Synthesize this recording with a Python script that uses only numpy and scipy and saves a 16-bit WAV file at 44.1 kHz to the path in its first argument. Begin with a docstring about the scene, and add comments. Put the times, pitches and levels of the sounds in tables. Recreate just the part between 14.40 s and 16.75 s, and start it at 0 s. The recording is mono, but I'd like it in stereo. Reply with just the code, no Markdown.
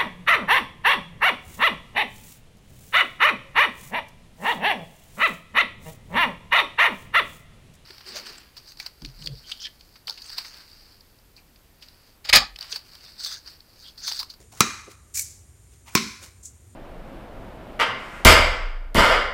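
"""Two throwing knives slam into a wooden target close to the microphone and overload it: noise bursts for
crack and bite, damped modes for blade and wood. Pine trunks, ground and a diffuse tail scatter each blow back.
After each throw spare knives slide in the thrower's hand (grainy noise); after the first they also clink
(clicks and steel modes). Footsteps and swishes before the blows are crackly rustles over duller noise.
Behind it lie a low rumble and a thin hiss of insects, both slowly drifting noise."""
import sys
import numpy as np
from scipy import signal
from scipy.fft import rfft, irfft, next_fast_len
from scipy.io import wavfile
from scipy.ndimage import map_coordinates

SR = 44100
rng = np.random.default_rng(int(sys.argv[2]) if len(sys.argv) > 2 else 0)


def materialize(psi):
    """Save the field psi as 16-bit PCM at rate SR to the path in sys.argv[1].

    A 1-D psi becomes a single channel; in a 2-D psi each row is a channel.
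    """
    bounded = np.clip(np.atleast_2d(psi).T, -1, 1)
    quanta = np.round(bounded * 32767).astype(np.int16)
    wavfile.write(sys.argv[1], SR, quanta)


N = 103635

# background spectra, relative: f/Hz, level/dB
RUMBLE_SPECTRUM = [(20, -35), (40, -15), (58, 0), (90, -1), (125, -8.5), (165, -18.5), (320, -20),
                   (600, -26.5), (1500, -34.5), (4000, -48)]
HISS_SPECTRUM = [(500, -21), (2000, -8), (5200, -11.5), (6300, -6.5), (7200, 1), (8300, -7), (8850, 4.5),
                 (9400, -11.5), (12000, -6), (13000, -25.5), (16000, -33)]
# rustles of feet and swishes: t/s, rustle level/dB, dull level/dB, dull f/Hz, rise/s, t60/s
RUSTLES = [(0.0, -50, -54, 447, 0.0017, 0.24), (0.115, -45, -51.5, 789.4, .012, 0.28),
           (0.148, -42.5, -53.5, 1390, .04, 0.27), (0.465, -61.5, -43, 414, 0.018, 0.098),
           (0.49, -46, -59.5, 427, 0.023, 0.13), (1.309, -57, -65.5, 407.4, 0.024, .25),
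           (1.454, -46.5, -49.5, 940, .028, 0.23), (1.459, -50, -47.5, 2484, .025, .25),
           (1.51, -45, -51, 1264, 0.05, .2), (1.8, -39, -56, 512, 0.038, .2)]
# rustle spectrum, relative: f/Hz, level/dB
RUSTLE_SPECTRUM = [(200, -7), (700, -11.5), (2200, -7.5), (3300, -8), (7000, -4), (10000, -11.5),
                   (15500, -16.5)]
# spare knives rubbing: t/s, scrape level/dB, squeal level/dB, rise/s, t60/s
KNIFE_SLIDES = [(0.739, -28, -38.5, 0.01, 0.5), (0.77, -29.5, -36, .02, 0.083),
                (2.026, -55.5, -42, 0.0085, 0.208), (2.049, -55, -36.5, 0.006, 0.13)]
# spare knives clinking: t/s, level/dB
KNIFE_CLINKS = [(0.755, -25), (0.771, -23), (0.774, -22), (0.7908, -25), (0.794, -20), (0.811, -28.5)]
# scrape and click spectra, relative: f/Hz, level/dB
SCRAPE_SPECTRUM = [(500, -44), (1500, -21.5), (3300, -17), (4500, -7.5), (7200, 3.5), (9000, -6),
                   (12000, -12), (15500, -17)]
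CLICK_SPECTRUM = [(700, -30.5), (1400, -19.5), (2300, 2), (3300, -20), (4300, -1), (7200, 2), (11500, -5),
                  (15500, -0.5)]
# loose blade modes before random spread: f/Hz, level/dB, t60/s
STEEL_MODES = [(2362, -9.5, .04), (4500, -15.5, .08), (5550, -11.5, 0.22), (5926, -5, 0.11),
               (6350, -13, 0.12), (6780, -5, 0.11), (7220, -3, 0.18), (8060, -8.5, .17), (8400, -6, 0.17),
               (10110, -7.5, 0.22), (10300, -12.5, 0.14), (11400, -14, 0.21), (13000, -4.5, .13)]
# forest decay: f/Hz, t60/s
FOREST_DECAY = [(100, .25), (220, .33), (500, 0.31), (1200, 0.75), (2400, 0.61), (6000, 0.57),
                (10000, 0.61), (15000, 0.45)]
# forest colour: f/Hz, gain/dB
FOREST_GAIN = [(60, -23), (130, -2), (220, 4.5), (380, 1), (700, -10), (1000, -10), (1300, -11.5),
               (1700, -7), (2300, -6), (2900, -8.5), (3800, -4.5), (5000, -8.5), (8000, -9.5),
               (11000, -12.5), (16000, -23)]
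# knife strikes: t/s, crack level/dB, bite f/Hz, bite level/dB, wood level/dB, thud level/dB,
# blade f/Hz, blade level/dB, twin mode f/Hz, twin mode level/dB, blade t60/s, overtone f/Hz,
# overtone level/dB, slap delay/s, slap level/dB (re wood), left lead/ms (body only), forest level/dB
STRIKES = [(0.2058, 2.5, 6110, 2, 3, -9, 1212, 2.5, 1300, 1, 0.031, 2456, 3.5, 0.013, -21.5, 0.28, -8.5),
           (1.5516, -2, 5550, -5, -6.5, -9, 1025, -16.5, 1074, -20, .09, 2275, -7, .022, -7, -0.16, -2.5)]
# crack and slap grit spectra, relative: f/Hz, level/dB
CRACK_SPECTRUM = [(100, -15), (600, -13), (1500, 1), (3000, -3.5), (6500, -3.5), (9500, -8), (16000, -3)]
GRIT_SPECTRUM = [(500, -19), (2200, 1), (5800, -2), (9000, -19)]
# target's wood modes: f/Hz, level/dB, t60/s
WOOD_MODES = [(1370, -3.5, 0.0086), (2100, -9.5, 0.023), (2508, -7, 0.017), (3990, -4, 0.0099),
              (4320, -4.5, .007), (5450, -10, .006), (7680, -11, 0.02)]
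# whole target flexing, before the radiation band: f/Hz, level/dB, t60/s
FLEX_MODES = [(165, -4.5, 0.0073), (218.5, -10.5, .1), (300, -2, 0.012), (378, -8.5, 0.017)]
# diffuse sound: f/Hz, left-right correlation/1
PORT_CORRELATION = [(60, .93), (250, .88), (450, 0.51), (800, 0.2), (1300, 0.41), (2500, -0.1)]
# port colour: f/Hz, left over right/dB
PORT_BALANCE = [(200, -1.5), (1200, 1), (2300, -7), (3200, -0.5), (5600, -8), (7200, -5), (8300, 3.5),
                (9500, 8), (11000, -4), (15000, 5)]

RUMBLE_DB, HISS_DB = -52.5, -58.5
SQUEAL_HZ, SQUEAL_WIDTH_RATIO, SQUEAL_GRAIN_DB = 7200, 1.5, 1
CLICK_T60_S, RING_DB, RING_SHIMMER, HAND_FOREST_DB = 0.029, -8, 0.7, -9.5
BASS_RETURN_S, BASS_HZ = 0.016, 434
NEAR_DB, NEAR_T60_S = 2.5, 0.08  # level re tail
TRUNK_DB, TRUNK_FADE_DB_PER_S = -12, 110  # level re tail
CRACK_T60_S, SPLINTER_DB, SPLINTER_T60_S = 0.0099, -24, 0.02  # splinter re crack
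BITE_WIDTH_RATIO, BITE_T60_S = 1.59, 0.015
BLADE_DELAY_S, FLEX_RISE_S, OVERTONE_T60_S = 0.001, 0.00048, 0.014
THUD_DELAY_S, THUD_LOW_HZ, THUD_HIGH_HZ = 0.0013, 107, 430
SLAP_RISE_S, SLAP_T60_S, SLAP_GRIT_DB = 0.0026, 0.073, -10
CLIP_LEVEL, TOP_HZ = 1.0, 15950


def amp(db):
    """Decibels to gain."""
    return 10 ** (np.asarray(db) / 20)


def unit(x):
    """Scale to rms 1."""
    return x / np.sqrt(np.mean(x ** 2) + 1e-20)


def along(points, hz):
    """Interpolate (Hz, value) points on a log-frequency axis."""
    f, v = np.transpose(points)
    return np.interp(np.log(hz + 1), np.log(f + 1), v)


def filtered(x, response):
    """Apply a frequency response to x through the FFT."""
    m = next_fast_len(N + SR // 2)
    gain = response(np.fft.rfftfreq(m, 1 / SR))
    return irfft(rfft(x, m) * gain, m)[..., :N]


def wobble(knots_per_s):
    """Smooth random curve through normally distributed knots."""
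    knots = rng.standard_normal(int(N * knots_per_s / SR) + 4)
    return map_coordinates(knots, [np.arange(N) * knots_per_s / SR])


def noise(spectrum):
    """Diffuse stereo noise of rms 1 whose left-right correlation depends on frequency."""
    def mid_side_gain(hz):
        angle = np.arccos(np.clip(along(PORT_CORRELATION, hz), -1, 1)) / 2
        return amp(along(spectrum, hz)) * [np.cos(angle), np.sin(angle)]

    mid, side = filtered(rng.standard_normal((2, N)), mid_side_gain)
    return unit(np.array([mid + side, mid - side]))


def band(hz, width):
    """Noise gathered round hz, 20 dB down at width times above and below it."""
    return noise([(hz / 8, -60), (hz / width, -20), (hz, 0), (hz * width, -20), (hz * 8, -60)])


def envelope(start_s, rise_s, t60_s):
    """Linear rise from start_s, then exponential fall."""
    t = np.arange(N) / SR - start_s
    fall = np.exp(-np.log(1000) * np.maximum(t - rise_s, 0) / t60_s)
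    return np.clip(t / rise_s, 0, 1) * fall


def ring(modes, start_s, rise_s=0.00037):
    """Sum of damped sine modes struck at start_s."""
    t = np.arange(N) / SR - start_s
    return sum(amp(db) * envelope(start_s, rise_s, t60) * np.sin(2 * np.pi * hz * t)
               for hz, db, t60 in modes)


def background():
    """Low outdoor rumble and far insects: shaped noise, each drifting in level."""
    rumble = amp(RUMBLE_DB + 1.2 * wobble(2.6)) * noise(RUMBLE_SPECTRUM)
    hiss = amp(HISS_DB + 0.8 * wobble(5.3)) * noise(HISS_SPECTRUM)
    return rumble + hiss


def rustles():
    """Each row is a crackly rustle over a duller noise."""
    out = np.zeros((2, N))
    for start_s, rustle_db, dull_db, dull_hz, rise_s, t60_s in RUSTLES:
        rustle = unit(noise(RUSTLE_SPECTRUM) * amp(3.5 * wobble(500)))
        dull = noise([(dull_hz / 8, -40), (dull_hz / 2, -18), (dull_hz, 0),
                      (dull_hz * 2, -20), (dull_hz * 8, -60)])
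        both = amp(rustle_db) * rustle + amp(dull_db) * dull
        out += envelope(start_s, rise_s, t60_s) * both
    return out


def diffuse_tail():
    """Noise decaying at a rate set by frequency; its bass builds up along a squared ramp."""
    hz, t, z = signal.stft(noise([(100, 0.016), (1000, 0)]), SR, nperseg=256)
    decay = np.exp(-np.log(1000) * t / along(FOREST_DECAY, hz)[:, None])
    tail = signal.istft(z * decay, SR, nperseg=256)[1][:, :N]
    bass = filtered(tail, lambda hz: 1 / (1 + (hz / BASS_HZ) ** 4))
    age_s = np.arange(N) / SR
    upper = (tail - bass) * np.clip(age_s / 0.017, 0, 1)
    bass = bass * np.clip(age_s / BASS_RETURN_S, 0, 1) ** 2
    return (upper + bass) * amp(0.94 * wobble(90))


def trunk_echoes(count):
    """Single trunk echoes at random delays, fading with delay and thinned in the bass."""
    echoes = np.zeros((2, N))
    delays_s = rng.uniform(0.017, 0.37, count)
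    offsets_s = rng.uniform(-0.0002, 0.00048, count)
    for delay_s, offset_s, size in zip(delays_s, offsets_s, rng.normal(size=count)):
        gain = size * amp(-TRUNK_FADE_DB_PER_S * delay_s)
        echoes[0, int((delay_s + offset_s) * SR)] += gain
        echoes[1, int((delay_s - offset_s) * SR)] += gain
    return filtered(echoes, lambda hz: hz / (hz + 700))


def forest(x, trunk_count=50):
    """Convolve x with scatter from the ground nearby, trunk echoes and a diffuse tail."""
    tail = diffuse_tail()
    near = noise([(150, -25.5), (900, 3.5), (9000, -2)]) * envelope(0.0022, 0.003, NEAR_T60_S)
    trunks = trunk_echoes(trunk_count)
    answer = unit(tail) + amp(NEAR_DB) * unit(near) + amp(TRUNK_DB) * unit(trunks)
    answer = filtered(answer / np.sqrt(N), lambda hz: amp(along(FOREST_GAIN, hz)))
    return signal.fftconvolve(x, answer, axes=1)[:, :N]


def knife_slides():
    """Steel slides over steel: grainy scrape and a narrow squeal."""
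    scrape = noise(SCRAPE_SPECTRUM) * amp(1.5 * wobble(400))
    squeal = unit(band(SQUEAL_HZ, SQUEAL_WIDTH_RATIO) * amp(SQUEAL_GRAIN_DB * wobble(300)))
    return sum((amp(scrape_db) * scrape + amp(squeal_db) * squeal) * envelope(start_s, rise_s, t60_s)
               for start_s, scrape_db, squeal_db, rise_s, t60_s in KNIFE_SLIDES)


def loose_blade_ring():
    """Clinks ring the loose blades at one port, unevenly because they touch."""
    out = np.zeros(N)
    for start_s, db in KNIFE_CLINKS:
        modes = [(hz * rng.normal(1, 0.00615), level_db + rng.normal(0, 1.8), t60_s)
                 for hz, level_db, t60_s in STEEL_MODES]
        out += amp(db + RING_DB) * ring(modes, start_s)
    return out * (1 + RING_SHIMMER * wobble(200))


def spare_knives():
    """Slides, clicks and blade rings, heard directly and by way of the forest."""
    clicks = noise(CLICK_SPECTRUM) * sum(amp(db) * envelope(start_s, 0.0005, CLICK_T60_S)
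                                         for start_s, db in KNIFE_CLINKS)
    rings = np.array([loose_blade_ring() for port in range(2)])
    steel = knife_slides() + clicks + rings
    return steel + amp(HAND_FOREST_DB) * forest(steel)


def blow(start_s, crack_db, bite_hz, bite_db, wood_db, thud_db, blade_hz, blade_db, twin_hz, twin_db,
         blade_t60_s, over_hz, over_db, slap_delay_s, slap_db, lead_ms):
    """Point cracks and bites the wood, target flexes, stuck blade rings in close modes and slaps once."""
    splinter = amp(SPLINTER_DB) * envelope(start_s, 0.001, SPLINTER_T60_S)
    crack = noise(CRACK_SPECTRUM) * (envelope(start_s, 0.0004, CRACK_T60_S) + splinter)
    bite = band(bite_hz, BITE_WIDTH_RATIO) * envelope(start_s, 0.0007, BITE_T60_S)

    blade_modes = [(blade_hz, blade_db, blade_t60_s), (twin_hz, twin_db, blade_t60_s),
                   (over_hz, over_db, OVERTONE_T60_S)]
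    blade = ring(blade_modes, start_s + BLADE_DELAY_S, FLEX_RISE_S)
    radiation = signal.butter(2, [THUD_LOW_HZ, THUD_HIGH_HZ], "bandpass", fs=SR, output="sos")
    thud = signal.sosfilt(radiation, ring(FLEX_MODES, start_s + THUD_DELAY_S, FLEX_RISE_S))

    slap_s = start_s + slap_delay_s
    grit = noise(GRIT_SPECTRUM) * envelope(slap_s, SLAP_RISE_S, SLAP_T60_S)
    slap = ring(WOOD_MODES, slap_s, SLAP_RISE_S) + amp(SLAP_GRIT_DB) * grit
    wood = ring(WOOD_MODES, start_s) + amp(slap_db) * slap

    body = blade + amp(thud_db) * thud + amp(wood_db) * wood
    # half the lead advances the left port, half delays the right
    half_lead_s = lead_ms / 1000 / 2 * np.array([[1], [-1]])
    body = filtered(body, lambda hz: np.exp(2j * np.pi * hz * half_lead_s))
    return amp(crack_db) * crack + amp(bite_db) * bite + body


def throws(directions=3):
    """Each blow arrives directly and via the forest from several directions, a little different in each."""
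    out = np.zeros((2, N))
    for *strike, forest_db in STRIKES:
        direct = blow(*strike)
        scattered = sum(forest(blow(*strike)) for direction in range(directions))
        out += direct + amp(forest_db) * scattered / np.sqrt(directions)
    return out


def scene():
    """All sources at the two microphone ports."""
    return background() + rustles() + spare_knives() + throws()


def record(dry):
    """Colour each port, clip what exceeds the limit, then cut everything from TOP_HZ up."""
    x = filtered(dry, lambda hz: amp(along(PORT_BALANCE, hz) * np.array([[0.5], [-0.5]])))
    return filtered(np.clip(x, -CLIP_LEVEL, CLIP_LEVEL), lambda hz: hz < TOP_HZ)


dry = scene()
out = record(dry)
materialize(out)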